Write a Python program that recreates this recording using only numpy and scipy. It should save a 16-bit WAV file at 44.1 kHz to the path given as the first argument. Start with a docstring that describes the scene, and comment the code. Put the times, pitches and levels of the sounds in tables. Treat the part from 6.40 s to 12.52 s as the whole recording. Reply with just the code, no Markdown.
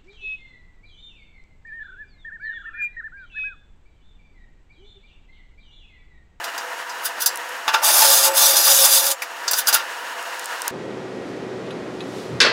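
"""A garage, where someone works on a steel frame rail. First in fast motion, so that all is high and brief: a bolt is
tried in its hole, a cordless drill knocks against the rail and bores in two pushes, and the bolt scrapes back in, over
the rush of a fan. Then at natural speed: the fan hums low, small parts click and a steel bracket clanks on the rail.
Cutting, scrapes and air are coloured noise, clear rings are decaying sines, and the motor's whine is a gliding sine."""
import sys
import numpy as np
from scipy import signal
from scipy.fft import rfft, irfft, next_fast_len
from scipy.io import wavfile
from scipy.ndimage import uniform_filter1d, map_coordinates

SR = 44100
rng = np.random.default_rng(int(sys.argv[2]) if len(sys.argv) > 2 else 0)


def wrap_up_sound(samples):
    """Save the sound to the file named by the first command line argument, as 16-bit audio."""
    columns = np.atleast_2d(samples).T
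    # keep every value between -1 and 1, then stretch to whole-number steps
    tamed = np.clip(columns, -1, 1)
    steps = np.round(tamed * 32767).astype(np.int16)
    wavfile.write(sys.argv[1], SR, steps)


N = 269892
TIME = np.arange(N) / SR
FAST_UNTIL_S = 4.309  # fast motion gives way to natural speed
TOP_HZ = 15850  # band limit

# The rail's low resonances. Each row: centre in Hz, width in Hz, gain in dB.
RAIL_LOW = [(832, 5.1, 3), (883, 5.4, 6), (990, 25, -14.5), (1178, 27, 1.5), (1410, 37, 2.5),
            (1537, 61, -0.5), (1610, 23, 0), (1780, 27, -1), (2340, 27, -0.5), (2780, 160, 2.5)]
# The rail's high resonances. Each row: centre in Hz, width in Hz, gain in dB.
RAIL_HIGH = [(3576, 300, 4.5), (4790, 33, 7.5), (5040, 30, 2), (5180, 99, 0), (5860, 32, 7),
             (6110, 60, -11), (6410, 110, 4), (6920, 87, 3), (7570, 80, -1), (7590, 100, 0.5),
             (8030, 130, 2), (8750, 150, 2.5), (9470, 130, 6), (9960, 150, 4.5), (10590, 120, 1),
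             (11200, 91, 4.5), (11480, 120, -1), (12000, 180, 4), (14270, 120, 0.5), (14900, 160, 6),
             (15400, 150, -13)]
# Colour of a dull contact with the rail. Each row: frequency in Hz, relative level in dB per Hz.
THUD = [(180, -50.5), (300, -26.5), (824, -6), (1400, -7.5), (2080, -13.5), (2760, -13), (3050, -17.5),
        (3970, -14), (4310, -18.5), (4850, -13), (6530, -19), (8370, -24.5), (15700, -27.5)]


def amp(db):
    """Decibels to gain."""
    return 10 ** (np.asarray(db) / 20)


def unit(x):
    """Scale to rms 1."""
    return x / np.sqrt(np.mean(x ** 2) + 1e-20)


def curves(rows):
    """One value per sample for each column after the time."""
    s, *columns = np.transpose(rows)
    return [np.interp(TIME, s, column) for column in columns]


def wobble(rate):
    """A smooth random curve with this many knots a second."""
    knots = rng.standard_normal(int(N * rate / SR) + 4)
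    return map_coordinates(knots, [TIME * rate])


def colour(points, hz):
    """Gain of (Hz, dB) points joined on a log frequency axis."""
    f, db = np.transpose(points)
    return amp(np.interp(np.log(hz + 1), np.log(f + 1), db))


def resonance(peaks, hz):
    """Gain of a set of resonances (centre Hz, width Hz, dB), their powers summed."""
    power = 0
    for centre, width, db in peaks:
        damping = (hz * width) ** 2
        power = power + amp(db) ** 2 * damping / ((centre * centre - hz * hz) ** 2 + damping)
    return np.sqrt(power)


def above(edge_hz, hz, order=8):
    """Gain of a high-pass."""
    return np.sqrt(1 - 1 / (1 + (hz / edge_hz) ** order))


def below(edge_hz, hz, order=8):
    """Gain of a low-pass."""
    return np.sqrt(1 / (1 + (hz / edge_hz) ** order))


def filtered(x, response):
    """Shape the spectrum of x by a gain that depends on frequency."""
    n = x.shape[-1]
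    padded = next_fast_len(n + 4096)
    spectrum = rfft(x, padded) * response(np.fft.rfftfreq(padded, 1 / SR))
    return irfft(spectrum, padded)[..., :n]


def noise(response, size=N):
    """Coloured noise of rms 1."""
    return unit(filtered(rng.standard_normal(size), response))


def add(track, s, sound):
    """Mix a sound into a track at time s."""
    start = max(round(s * SR), 0)
    track[start:start + len(sound)] += sound[:max(N - start, 0)]


def contact(s, db, response, rise, t60):
    """A crowd of dense resonances swells to a crest at time s, then dies away, the treble faster."""
    start = max(round(s * SR) - SR // 8, 0)
    t = TIME[start:start + SR // 2] - s

    def shape(life):
        return np.exp(np.minimum(t, 0) / abs(rise) - np.log(1000) * np.maximum(t, 0) / life)

    crowd = noise(response, size=len(t))
    treble = filtered(crowd, lambda hz: above(7200, hz))
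    track = np.zeros(N)
    add(track, start / SR, amp(db) * (shape(t60) * (crowd - treble) + shape(0.61 * t60) * treble))
    return track


def ring(s, db, modes):
    """Clear modes (Hz, dB, t60 s) struck at time s, at new strengths for each blow."""
    t = TIME[:SR // 2]
    hz, level_db, t60 = np.transpose(modes)[:, :, None]
    gain = amp(level_db + rng.normal(0, 1, level_db.shape))
    sines = np.sin(2 * np.pi * (hz * t + rng.random(hz.shape)))
    waves = gain * sines * np.exp(-np.log(1000) * t / t60)
    onset = 1 - np.exp(-t / 0.00059)
    track = np.zeros(N)
    add(track, s, amp(db) * onset * waves.sum(0) / np.linalg.norm(gain))
    return track


def tones(lines, drift):
    """Steady lines (Hz, rms dB) whose pitch wanders slightly."""
    total = 0
    for hz, db in lines:
        phase = 2 * np.pi * hz * np.cumsum(1 + drift * wobble(25)) / SR
        total = total + amp(db) * np.sqrt(2) * np.sin(phase)
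    return total


def patchy(x, depth_db):
    """Resonances come and go as the tool shifts: a smooth random gain over frequency and time."""
    z = signal.stft(x, nperseg=1024)[2]
    field = rng.standard_normal(z.shape)
    for _ in range(2):
        field = uniform_filter1d(field, size=3, axis=0)
        field = uniform_filter1d(field, size=4, axis=1)
    return signal.istft(z * amp(depth_db * unit(field)), nperseg=1024)[1][:N]


def drill():
    """The flutes tear off chips and every fracture excites the rail; depth of cut drives all but the motor."""
    # How hard the bit cuts in the first push. Each row: time in seconds, cut in dB.
    first_push = [(1.41, -47), (1.436, -20), (1.45, -15), (1.792, -12), (1.82, -19.5), (1.856, -11.5),
                  (1.88, -16.5), (1.904, -34), (1.92, -29)]
    # How hard it cuts in the second push. Each row: time in seconds, cut in dB.
    second_push = [(1.92, -28), (1.928, -36), (1.972, -14), (2.058, -12.5), (2.156, -19), (2.17, -12),
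                   (2.2, -18.5), (2.29, -11), (2.416, -13.5), (2.45, -9.5), (2.486, -18.5), (2.504, -13.5),
                   (2.578, -12.5), (2.618, -21.5), (2.67, -15.5), (2.7, -22.5), (2.716, -17.5),
                   (2.755, -40)]
    # Colour of the cutting noise. Each row: frequency in Hz, relative level in dB per Hz.
    cutting = [(150, -67), (250, -40), (347, -2), (458, -33.5), (536, -8), (683, -3), (855, -9),
               (982, -7.5), (1540, -16.5), (2180, -12), (3600, -12.5), (5090, -7), (7580, -11),
               (11300, -2.5), (15700, -6)]
    full_cut_db = -11.5  # a firm, steady cut
    stop_s, run_down_s = 2.77, 0.049  # the drill dies away just before it stops
    groan_start_db, groan_follows, groan_fade_db_per_s = -23, .25, 4  # less groan as the hole deepens
    # the rail booms once the bit is in, and fades as the motor slows; pressing harder damps it
    boom_from_s, boom_until_s = 1.66, 2.72
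    boom_start_db, boom_damped, boom_fade_db_per_s = -30.5, 0.28, 4

    rows = np.vstack([first_push, second_push])
    cut_db, = curves(rows)
    start_s = rows[0, 0]
    load_db = cut_db - full_cut_db
    running = np.clip((TIME - start_s) * 100, 0, 1) * np.clip((stop_s - TIME) / run_down_s, 0, 1)

    grip = amp(0.77 * wobble(55) + 0.91 * wobble(260))  # the edge grabs and slips
    chips = patchy(rng.standard_normal(N), depth_db=2.0) * grip * amp(2 * rng.standard_normal(N))
    steel = lambda hz: colour(cutting, hz) * np.hypot(.65, resonance(RAIL_HIGH, hz))
    cut = unit(filtered(chips, lambda hz: steel(hz) * above(2770, hz) * below(7270, hz, order=16)))
    fizz_band = lambda hz: above(7200, hz, order=16) * below(TOP_HZ, hz, order=60)
    fizz = unit(filtered(chips, lambda hz: steel(hz) * fizz_band(hz)))

    groan_db = groan_start_db + groan_follows * load_db - groan_fade_db_per_s * (TIME - start_s)
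    low_steel = lambda hz: colour(cutting, hz) * np.hypot(.25, resonance(RAIL_LOW, hz))
    groan = noise(lambda hz: low_steel(hz) * above(460, hz) * below(2070, hz))
    groan = unit(patchy(groan, depth_db=1.5)) * grip

    boom_times = [boom_from_s - .04, boom_from_s, boom_until_s, stop_s]
    boom_db = boom_start_db + np.interp(TIME, boom_times, [-13, 0, -0.5, -11.5])
    boom_db -= boom_damped * np.maximum(load_db, -15) + boom_fade_db_per_s * (TIME - boom_from_s)
    boom = noise(lambda hz: resonance([(545.7, 22.6, 0.0086)], hz) ** 2 + resonance([(348, 61, -12)], hz) ** 2)
    rumble = noise(lambda hz: colour([(20, -1), (80, -7), (300, -2.5), (600, -32.5)], hz))

    body = amp(groan_db) * groan + amp(boom_db + 2.2 * wobble(21.74)) * boom + amp(cut_db - 48.5) * rumble
    return running * (amp(cut_db - 4.0) * cut + amp(cut_db - 3.5) * fizz + body + motor())


def motor():
    """A slightly rough gear whine that grows with speed and swells while the motor speeds up."""
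    # Speed of the motor. Each row: time in seconds, mean whine pitch in Hz.
    speed = [(1.42, 5300), (1.53, 10200), (1.59, 11700), (1.71, 8400), (1.945, 7700), (1.98, 11500),
             (2.12, 11200), (2.23, 11650), (2.68, 11350), (2.73, 7400)]
    whine_db, reference_hz, db_per_octave = -28.5, 11500, 11  # a slower motor whines more softly
    surge_db, surge_hz, surge_s = 6.5, 250, .05  # full surge after gaining this much pitch in this time
    pitch, = curves(speed)
    pitch_before = np.interp(TIME - surge_s, TIME, pitch)
    surge = np.clip((pitch - pitch_before) / surge_hz, 0, 1)
    level_db = whine_db + surge_db * surge + db_per_octave * np.log2(pitch / reference_hz)
    phase = 2 * np.pi * np.cumsum(pitch * (1 + .006 * wobble(500))) / SR
    return amp(level_db + 2.2 * wobble(45)) * np.sin(phase)


def bolt():
    """The bolt clinks in the hole, with clear modes, and its thread rasps over the edge."""
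    # The bolt strikes the hole; the row at 2.821 s is instead a click as the drill bit leaves the hole. Each
    # row: time in seconds, strength in dB (each layer trims it), knock relative to it in dB, treble tilt in dB.
    clinks = [(0.0421, -21.5, -5, -11), (0.179, -22.5, -7, -16), (0.4953, -26.5, -17, -23),
              (0.8604, -2, -27, -5), (2.821, -20, -7.5, -6), (3.0796, -10, -18, -26),
              (3.1122, -8, -17.5, 0), (3.1334, -9.5, -11.5, -13), (3.272, -8.5, -20, -13),
              (3.3276, -8, -11.5, -12)]
    # The thread rasps along the edge. Each row: crest in seconds, level in dB, rise in seconds.
    scrapes = [(0.658, -19, 0.0096), (0.677, -33, .005), (.808, -24.5, 0.0047), (0.823, -17.5, 0.0079),
               (3.19, -15, 0.019), (3.285, -11, 0.0068), (3.345, -9.5, 0.0067)]
    # The bolt's modes. Each row: frequency in Hz, relative level in dB, t60 in seconds.
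    bolt_modes = [(4540, 2, 0.11), (5140, -22, .14), (5760, 6.5, 0.09), (6260, 4.5, 0.08),
                  (7450, 5.5, 0.12), (8100, 2.5, 0.12), (10200, -10, 0.094), (15300, -7, .07)]
    # Colour of thread on edge. Each row: frequency in Hz, relative level in dB per Hz.
    rasp_colour = [(880, -31), (1500, 13), (1860, -2), (2090, -21), (2730, 1.5), (3010, -1), (3360, -7),
                   (4740, 0.5), (8450, -4), (11200, 1), (15700, -0.5)]
    clink_t60_s, scrape_t60_s = 0.12, 0.14

    out = np.zeros(N)
    rasp = lambda hz: colour(rasp_colour, hz) * np.hypot(.4, resonance(RAIL_HIGH, hz))
    for s, db, knock_db, fizz_db in clinks:
        tilt = [(3000, -11.5), (5000, -1.5), (7000, -5.5), (10000, fizz_db + 2)]
        out += contact(s, db - 5.5, lambda hz: rasp(hz) * colour(tilt, hz), 0.00033, clink_t60_s)
        out += ring(s, db - 10.5, bolt_modes)
        out += contact(s, db + knock_db - 0.5, lambda hz: colour(THUD, hz), 0.0017, clink_t60_s)
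    for s, db, rise in scrapes:
        out += contact(s, db, rasp, rise, scrape_t60_s)
    return out * amp(0.61 * wobble(250))


def knocks():
    """Heavier contacts stir the rail's low resonances; the bit groans as it catches and snaps as it leaves the hole."""
    # The drill bit, later the bolt, bumps the rail. Each row: time in seconds, strength in dB
    # (each layer trims it), rise in seconds, t60 in seconds.
    bump_rows = [(1.2793, -15.5, 0.00063, 0.12), (1.287, -19, 0.0052, 0.14), (1.343, -12.5, 0.0058, 0.14),
                 (1.386, -30, 0.0078, 0.17), (3.284, -22, .008, 0.31), (3.35, -18.5, 0.0087, 0.2),
                 (3.399, -27.5, 0.022, 0.2)]
    # The bit catches in the hole and shakes the rail. Each row: crest in seconds, level in dB.
    catch_rows = [(1.49, -21.5), (1.625, -16), (1.87, -21.5), (2.28, -19.5), (2.445, -20.5)]
    # The rail's ring under a knock. 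Each row: frequency in Hz, relative level in dB, t60 in seconds.
    rail_modes = [(888, -4.5, 0.18), (1162, -3.5, 0.16), (1383, 0.5, 0.18), (1500, -9.5, .28),
                  (1660, -11.5, 0.22), (2540, -10.5, 0.16), (2790, -10, 0.16), (3440, -4, 0.043),
                  (3670, 2, 0.044), (5000, -9.5, 0.094), (6460, -9, 0.061)]
    catch_rise_s, catch_t60_s = .014, .25

    out = np.zeros(N)
    rail = lambda hz: colour(THUD, hz) * np.hypot(.6, resonance(RAIL_LOW, hz))
    for s, db, rise, t60 in bump_rows:
        out += contact(s, db - 0.5, rail, rise, t60) + ring(s, db + 4.0, rail_modes)
    groan = lambda hz: rail(hz) * np.hypot(.4, resonance([(863, 70, -0.96)], hz))
    for s, db in catch_rows:
        out += contact(s, db, groan, catch_rise_s, catch_t60_s)
    release = contact(2.822, -22.5, lambda hz: resonance([(2230, 830, 0)], hz) ** 2, 0.0012, 0.066)
    return out + release


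def bracket():
    """Steel on steel: a bright, rough crash, clear modes, then a duller settling blow."""
    # The bracket hits the rail and settles. Each row: crest in seconds, level in dB, rise in seconds,
    # t60 in seconds, dullness in dB per octave (negative is brighter).
    clanks = [(6.003, -9.5, 0.00023, 0.3, -5), (6.052, -14, 0.011, 0.4, 3.5)]
    # Colour of the crash before dulling. Each row: frequency in Hz, relative level in dB per Hz.
    crash = [(150, -48), (250, -20), (641, -11.5), (801, -23.5), (888, -12), (1250, -9.5), (1340, -11),
             (1590, -6.5), (2240, -11), (2360, -13), (4370, -11), (9940, -39.5), (15000, -70)]
    # The bracket's modes. Each row: frequency in Hz, relative level in dB, t60 in seconds.
    bracket_modes = [(483, -14, 0.84), (1186, -14, .4), (1490, -8, 0.34), (1613, -2, 0.26),
                     (1990, -7, 0.64), (2180, -29, .5), (2380, -6, 0.31), (2660, -6, 0.45),
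                     (3150, -25, 0.21), (3570, -7, 0.27), (4330, -10, 0.53), (4780, -7, 0.42),
                     (5270, -12, 0.53), (5400, 8, 0.035)]
    out = np.zeros(N)
    for s, db, rise, t60, dull_db in clanks:
        tilted = lambda hz: colour(crash, hz) * amp(-dull_db * np.log2(1 + hz / 400))
        out += contact(s, db, tilted, rise, t60)
    first_hit_s = clanks[0][0]
    return out * amp(0.91 * wobble(180)) + ring(first_hit_s, -4.0, bracket_modes)


def handling():
    """Dry ticks, clicks of small parts, brushing sleeves and a soft bump."""
    # Dry ticks of handling. Each row: time in seconds, level in dB.
    tick_rows = [(0.9578, -19), (0.9734, -18.5), (1.0914, -28), (3.8277, -27), (3.9953, -20), (4.0442, -26),
                 (4.058, -20), (4.2193, -17), (4.2798, -8.5)]
    # Colour of a tick. Each row: frequency in Hz, relative level in dB per Hz.
    tick_colour = [(2000, -36), (4000, -5), (5500, 7), (9000, 9.5), (16000, -1)]
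    # Small parts click in the fingers. Each row: time in seconds, strength in dB (each layer trims it).
    click_rows = [(5.3067, -17.5), (5.6058, -15)]
    # Modes of the small parts. Each row: frequency in Hz, relative level in dB, t60 in seconds.
    part_modes = [(2560, 2, 0.087), (3040, -10.5, .06), (3420, -13, .06), (3790, -2, 0.043),
                  (3810, 6, 0.041), (4040, -3, 0.12), (6550, -12, 0.17), (10900, -11, 0.072)]
    tick_t60_s = 0.012

    out = brushing()
    for s, db in tick_rows:
        out += contact(s, db, lambda hz: colour(tick_colour, hz), 0.000061, tick_t60_s)
    snap = lambda hz: resonance([(3300, 1300, 0)], hz) ** 2
    for s, db in click_rows:
        out += ring(s, db - 14.5, part_modes) + contact(s, db - 15.5, snap, .0003, .04)
    bump = contact(5.935, -30, lambda hz: resonance([(97, 20, 0), (140, 45, 0)], hz) ** 2, 0.02, 0.3)
    return out + bump


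def brushing():
    """Arms and sleeves brush past: each pass swells and fades, cut short by the change of speed."""
    # Each row: crest in seconds, level in dB, rise in seconds, fall in seconds.
    passes = [(4.05, -41.5, .2, .7), (4.9, -56, .1, .1), (5.8, -44.5, 0.15, 0.13)]
    swell = np.zeros(N)
    for s, db, rise, fall in passes:
        same_speed = (TIME < FAST_UNTIL_S) == (s < FAST_UNTIL_S)
        swell += amp(db) * np.exp(-np.maximum((s - TIME) / rise, (TIME - s) / fall)) * same_speed
    return swell * noise(lambda hz: colour([(1000, -7.5), (4000, 17.5), (10000, 5.5), (16000, -8)], hz))


def fan():
    """A fan's steady rush and tones fill the garage: high in fast motion, low at natural speed."""
    # The rush in fast motion. Each row: frequency in Hz, relative level in dB per Hz.
    fast_air = [(25, -54.5), (120, -50), (200, -27), (359, -14.5), (435, -15), (490, -9), (577, -10.5),
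                (950, -3.5), (1080, -5), (1770, -1), (2200, -11.5), (2910, -9.5), (3240, -15.5),
                (6500, -20.5), (15700, -29.5)]
    # Resonances in that rush. Each row: centre in Hz, width in Hz, relative gain in dB.
    fast_peaks = [(497, 27, 2.5), (683, 4.5, 11), (953, 35, 3.5), (1840, 110, -13.5), (2630, 25, -14),
                  (2900, 110, -3.5)]
    # Tones in fast motion. Each row: frequency in Hz, level in dB.
    fast_tones = [(5539, -57.5), (6691, -55.5), (7617, -62.5)]
    # The rush at natural speed. Each row: frequency in Hz, relative level in dB per Hz.
    slow_air = [(30, -44), (70, -24), (100, -17.5), (130, -15), (165, -8), (200, -7), (420, -5.5),
                (640, -12), (950, -18), (1800, -22.5), (4000, -32), (7000, -39.5), (11000, -52.5),
                (15500, -70)]
    # Tones at natural speed. Each row: frequency in Hz, level in dB.
    slow_tones = [(123.8, -48), (376.8, -40), (441.4, -45), (516.8, -46.5), (1900, -54.5), (2482, -63)]
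    fast_db, slow_db = -31, -32.5
    dip_s, dip_depth_db, dip_width_s = 2.78, 5.5, 0.11  # the rush dips briefly as the drill stops

    fast_rush = noise(lambda hz: colour(fast_air, hz) * np.hypot(.7, 1.04 * resonance(fast_peaks, hz)))
    dip_db = dip_depth_db * np.exp(-((TIME - dip_s) / dip_width_s) ** 2)
    fast = amp(fast_db - dip_db + 1.2 * wobble(33)) * fast_rush + tones(fast_tones, drift=0.00023)
    slow_rush = noise(lambda hz: colour(slow_air, hz))
    slow = amp(slow_db + 0.39 * wobble(13)) * slow_rush + tones(slow_tones, drift=0.0037)
    return np.where(TIME < FAST_UNTIL_S, fast, slow)


def diffuse_fan():
    """The fan's faint diffuse sound: noise of opposite sign at the two ears, so that they differ."""
    # In fast motion. Each row: frequency in Hz, relative level in dB per Hz.
    fast_diffuse = [(30, -19), (150, -17), (450, 2), (1500, -7.5), (2200, -32.5), (6000, -60)]
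    # At natural speed. Each row: frequency in Hz, relative level in dB per Hz.
    slow_diffuse = [(30, -7), (450, 1), (1200, -17), (3500, -33), (8000, -50)]
    fast_db, slow_db = -68, -59
    fast = amp(fast_db) * noise(lambda hz: colour(fast_diffuse, hz))
    slow = amp(slow_db) * noise(lambda hz: colour(slow_diffuse, hz))
    side = np.where(TIME < FAST_UNTIL_S, fast, slow)
    return np.array([side, -side])


def spread(source, diffuse_db):
    """The same sound reaches both ears, with a trace of diffuse sound that differs between them."""
    direct = source()
    diffuse = amp(diffuse_db) * source()
    return np.array([direct + diffuse, direct - diffuse])


def scene():
    """All sources sit near the middle; only the bracket is a little to the left."""
    centre = drill() + bolt() + knocks() + fan()
    clank = spread(bracket, diffuse_db=-27) * amp([[.25], [-.25]])
    return centre + clank + spread(handling, diffuse_db=-28) + diffuse_fan()


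def record(dry):
    """Peaks are rounded near full scale, then a steep low-pass closes the band."""
    rounded = dry / (1 + np.abs(dry) ** 6) ** (1 / 6)
    return filtered(rounded, lambda hz: below(TOP_HZ, hz, order=300))


dry = scene()
out = record(dry)
wrap_up_sound(out)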